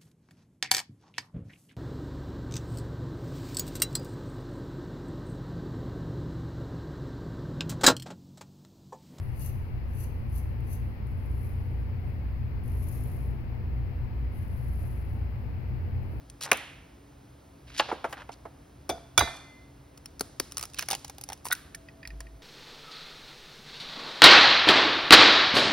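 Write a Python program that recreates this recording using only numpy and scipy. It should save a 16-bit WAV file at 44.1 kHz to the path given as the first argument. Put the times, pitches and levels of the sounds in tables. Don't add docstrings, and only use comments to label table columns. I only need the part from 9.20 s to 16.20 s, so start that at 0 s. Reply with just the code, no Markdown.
import sys
import numpy as np
from scipy import signal
from scipy.fft import rfft, irfft
from scipy.io import wavfile
from scipy.ndimage import uniform_filter1d

SR = 44100
rng = np.random.default_rng(int(sys.argv[2]) if len(sys.argv) > 2 else 0)


def wav_record(signal):
    frames = np.transpose(np.atleast_2d(signal))
    bounded = np.clip(frames, -1, 1)
    quanta = np.round(bounded * 32767).astype(np.int16)
    wavfile.write(sys.argv[1], SR, quanta)


N = 308700
TIME = np.arange(N) / SR
BIN_HZ = np.fft.rfftfreq(N, 1 / SR)

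# f/Hz, left density/dB, right density/dB
RUMBLE_SPECTRUM = [(15.2, -61.5, -59.5), (28.4, -80, -72), (50.7, -64, -61.5), (84.6, -57, -56.5),
                   (125.4, -54, -63), (173.5, -70.5, -68.5), (235.6, -66.5, -70.5), (259.4, -73.5, -87.5),
                   (295, -77.5, -73), (490, -77, -81), (617, -82, -84), (880, -80, -89.5)]
# f/Hz, left density/dB, right density/dB
AIR_SPECTRUM = [(1120, -88, -88.5), (1450, -90, -92.5), (2160, -87, -95.5), (2697, -92, -99),
                (3320, -102, -104), (3730, -108, -106), (4140, -102, -105), (5030, -104, -107),
                (5720, -116, -114), (7660, -124, -123), (9500, -123, -124), (11100, -109, -115),
                (15600, -108, -108)]
# f/Hz, left-right correlation
BED_CORRELATION = [(60, 0.44), (92, 0.13), (140, 0.098), (210, 0.55), (330, 0.76), (500, 0.23),
                   (800, 0.0082)]
# t/s, relative level/dB
DRAUGHT_CURVE = [(0.1, -51), (0.65, -50), (2.81, -50), (2.84, -48.5), (3.19, -51), (3.66, -48.5),
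                 (4.87, -50), (6.9, -49)]
MOTOR_PITCHES = [30.1, 48.6, 58.1, 60.1, 62.2, 80.4, 87.5, 90.0, 116.3, 120.0, 124.5, 135.0, 174.5, 248.2,
                 300.0]
# left rms level/dB, right rms level/dB
MOTOR_LEVELS = [(-50.5, -48.5), (-46, -50.5), (-41.5, -41), (-44.5, -46.5), (-39, -40.5), (-47.5, -41),
                (-38.5, -39), (-46.5, -49.5), (-41, -51.5), (-42, -53), (-43.5, -60), (-53, -56.5),
                (-58.5, -62), (-61, -55.5), (-62.5, -67.5)]
# t/s, relative level/dB
MOTOR_LOAD = [(0.1, -39), (0.38, -37), (5.61, -34.5), (6.9, -40.5)]
# deepest cut t/s, hold/s, build-up/s, relative cut level/dB, relative ring level/dB
FLICK_CUES = [(0.243, 0.056, 0.083, -47.5, -64), (0.818, 0.031, 0.11, -51, -64.5),
              (1.173, 0.03, 0.081, -52, -69.5), (1.531, 0.0084, 0.087, -49.5, -65.5)]
# landing t/s, deepest cut t/s, lift t/s,
# relative level on landing/dB, relative level at the deepest cut/dB
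PULL_CUES = [(0.0, 0.01, 0.062, -56, -63.5), (1.86, 2.237, 2.64, -76, -62.5), (2.78, 2.861, 3.6, -81, -74),
             (3.428, 3.72, 4.08, -64.5, -52), (5.1, 5.17, 5.19, -79, -61),
             (5.27, 5.637, 5.98, -68.5, -59.5), (6.15, 6.18, 6.2, -79, -77), (6.83, 6.98, 7.0, -79, -71)]
# t/s, relative level/dB
SNAP_CUES = [(0.215, -37), (0.2624, -39), (0.2964, -41), (0.7492, -45), (1.1189, -48), (1.1837, -45),
             (1.4066, -50), (1.474, -49), (1.5424, -42), (1.8697, -46), (1.9739, -57), (2.06, -51),
             (2.1151, -52), (2.177, -55), (2.2458, -50), (2.3096, -53), (3.4775, -48), (3.625, -41),
             (3.772, -46), (3.8377, -40.5), (3.8735, -43), (4.0726, -51), (5.1652, -56), (5.2809, -45.5),
             (5.6276, -46), (6.833, -54)]
# f/Hz, left gain/dB, right gain/dB
CUT_EQ = [(2000, -38, -38), (3500, -22, -19), (5000, -19, -19), (6200, -19, -14), (7100, -22, -18),
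          (7900, -25, -26), (8800, -14, -24), (9700, -4, -21), (10600, 0, -19), (11700, 1, -15),
          (12600, -6, -17), (13300, -6, -17), (14000, -12, -16), (15500, -12, -14)]
# f/Hz, bandwidth/Hz, left gain/dB, right gain/dB
BLADE_MODES = [(2780, 250, -7, 7.5), (4630, 840, -18, -4), (6130, 680, -8, 3), (7300, 650, -6.5, -2),
               (8370, 1400, -3.5, -15), (10700, 1100, -10, -26), (13500, 2200, -6, -19.5)]


def from_db(db):
    return 10 ** (np.asarray(db) / 20)


def rms_one(x):
    return x / np.sqrt(np.mean(x ** 2) + 1e-20)


def fader(rows):
    return rms_one(from_db(np.interp(TIME, *np.transpose(rows))))


def per_bin(rows):
    hz, *columns = np.transpose(rows)
    log_bins = np.log(np.maximum(BIN_HZ, 1))
    return np.array([np.interp(log_bins, np.log(hz), column) for column in columns])


def drift(rate_hz):
    return rms_one(irfft(rfft(rng.standard_normal(N)) / (1 + (BIN_HZ / rate_hz) ** 2), N))


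def decay(hits, release_s):
    return signal.lfilter([1], [1, -np.exp(-1 / (release_s * SR))], hits)


def ventilation(rush_low_hz=180, rush_high_hz=950):
    mid, side = rfft(rng.standard_normal((2, N))) * np.sqrt(SR) / 2
    alike = per_bin(BED_CORRELATION)[0]
    pair = np.sqrt(1 + alike) * mid + np.sqrt(1 - alike) * side * [[1], [-1]]
    bed = irfft(pair * from_db(per_bin(RUMBLE_SPECTRUM + AIR_SPECTRUM)), N)
    rush = irfft(rfft(bed) * ((BIN_HZ > rush_low_hz) & (BIN_HZ < rush_high_hz)), N)
    return bed + (fader(DRAUGHT_CURVE) - 1) * rush


def machinery(wander_rad=0.24, waver_db=2.0, slow_motor_hz=70):
    drone, load = np.zeros((2, N)), fader(MOTOR_LOAD)
    for hz, (left, right) in zip(MOTOR_PITCHES, MOTOR_LEVELS):
        phase = 2 * np.pi * (hz * TIME + rng.random()) + wander_rad * drift(1.0)
        swell = from_db(waver_db * drift(1.0)) * (load if hz < slow_motor_hz else 1)
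        drone += from_db([[left], [right]]) * swell * np.sqrt(2) * np.sin(phase)
    return drone


def room(x, wet_db=-7, t60_s=0.7, predelay_s=.004):
    age = TIME[:SR]
    tails = rng.standard_normal((2, SR)) * from_db(-60 * age / t60_s) * (age > predelay_s)
    tails /= np.sqrt(np.sum(tails ** 2, axis=1, keepdims=True))
    return from_db(wet_db) * signal.fftconvolve(x.mean(axis=0)[None], tails, axes=1)[:, :N]


def body_echoes(x):
    left, right = x
    for lag_s in (.0007, .0016, .0029):
        echo = np.r_[1, np.zeros(round(lag_s * SR)), -.5]
        right = signal.lfilter(echo[::-1], echo, right)
    return np.array([left, right])


def stubble(hairs_per_s=1800, hair_spread_db=3.5, clumps_per_s=130, clump_db=3.8, friction=.2, glide=.55):
    hairs = rng.random(N) < hairs_per_s / SR
    sizes = from_db(hair_spread_db * np.minimum(rng.exponential(1, N), 3))
    clicks = hairs * sizes * rng.choice([-1, 1], N)
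    clumps = rng.random(N) < clumps_per_s / SR
    catches = clumps * from_db(clump_db * np.minimum(rng.exponential(1, N), 2))
    power = glide + decay(catches, release_s=.003)
    grains = (clicks + friction * rng.standard_normal(N)) * np.sqrt(power)
    return grains / np.sqrt(uniform_filter1d(grains ** 2, size=1500) + 1e-9)


def thick_hairs(effort, snap_trim_db=7, strays_per_s=30, stray_db=-36, spread_db=2.5, follow=.75):
    sizes = from_db(stray_db + spread_db * rng.standard_normal(N)) * (effort / effort.max()) ** follow
    cracks = (rng.random(N) < strays_per_s / SR) * sizes
    for at_s, db in SNAP_CUES:
        cracks[round(at_s * SR)] += from_db(db + snap_trim_db)
    return rng.standard_normal(N) * decay(cracks + 1e-18, release_s=.0013)


def blade(clicks, trim_db=13.5):
    ring = np.zeros((2, N))
    for hz, width, left, right in BLADE_MODES:
        mode = signal.butter(2, [hz - width / 2, hz + width / 2], "band", fs=SR, output="sos")
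        ring += from_db([[left], [right]]) * signal.sosfilt(mode, clicks)
    return from_db(trim_db) * ring


def flicks(trim_db=3.5, depth_db=24, release_s=.068, ring_follow=.6):
    effort, ring_drive = np.zeros(N), np.zeros(N)
    for deepest_s, hold_s, build_s, cut_db, ring_db in FLICK_CUES:
        early = np.maximum(deepest_s - hold_s / 2 - TIME, 0) / build_s
        late = np.maximum(TIME - deepest_s - hold_s / 2, 0) / release_s
        shape_db = -depth_db * np.minimum(early + late, 10)
        effort += from_db(trim_db + cut_db + shape_db)
        ring_drive += from_db(ring_db + ring_follow * shape_db)
    return effort, ring_drive


def pulls(trim_db=3, attack_s=.015, ease_db_per_s=42, lift_db_per_s=120, patch_db=1.6, patch_hz=18):
    effort = np.zeros(N)
    for land_s, deepest_s, lift_s, landing_db, deepest_db in PULL_CUES:
        pressing_db = np.interp(TIME, [land_s, deepest_s], [landing_db, deepest_db])
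        easing_db = ease_db_per_s * np.maximum(TIME - deepest_s, 0)
        lifting_db = lift_db_per_s * np.maximum(TIME - lift_s, 0)
        contact = np.clip((TIME - land_s) / attack_s, 0, 1)
        effort += contact * from_db(trim_db + pressing_db - easing_db - lifting_db)
    return effort * from_db(patch_db * drift(patch_hz))


def razor(free_ring_db=-66):
    flicking, ring_drive = flicks()
    effort = flicking + pulls()
    grains = stubble()
    colour = from_db(per_bin(CUT_EQ))
    rasp = effort * grains / np.sqrt(np.mean(colour[0] ** 2))
    cuts = irfft(rfft(rasp + thick_hairs(effort)) * colour, N)
    damping = np.sqrt(np.minimum(ring_drive / from_db(free_ring_db), 1))
    return cuts + blade(grains * ring_drive * damping)


def scene():
    shave = body_echoes(razor())
    return shave + room(shave) + machinery() + ventilation()


def record(dry):
    return signal.sosfilt(signal.ellip(12, .1, 90, 15800, fs=SR, output="sos"), dry)


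dry = scene()
out = record(dry)
wav_record(out)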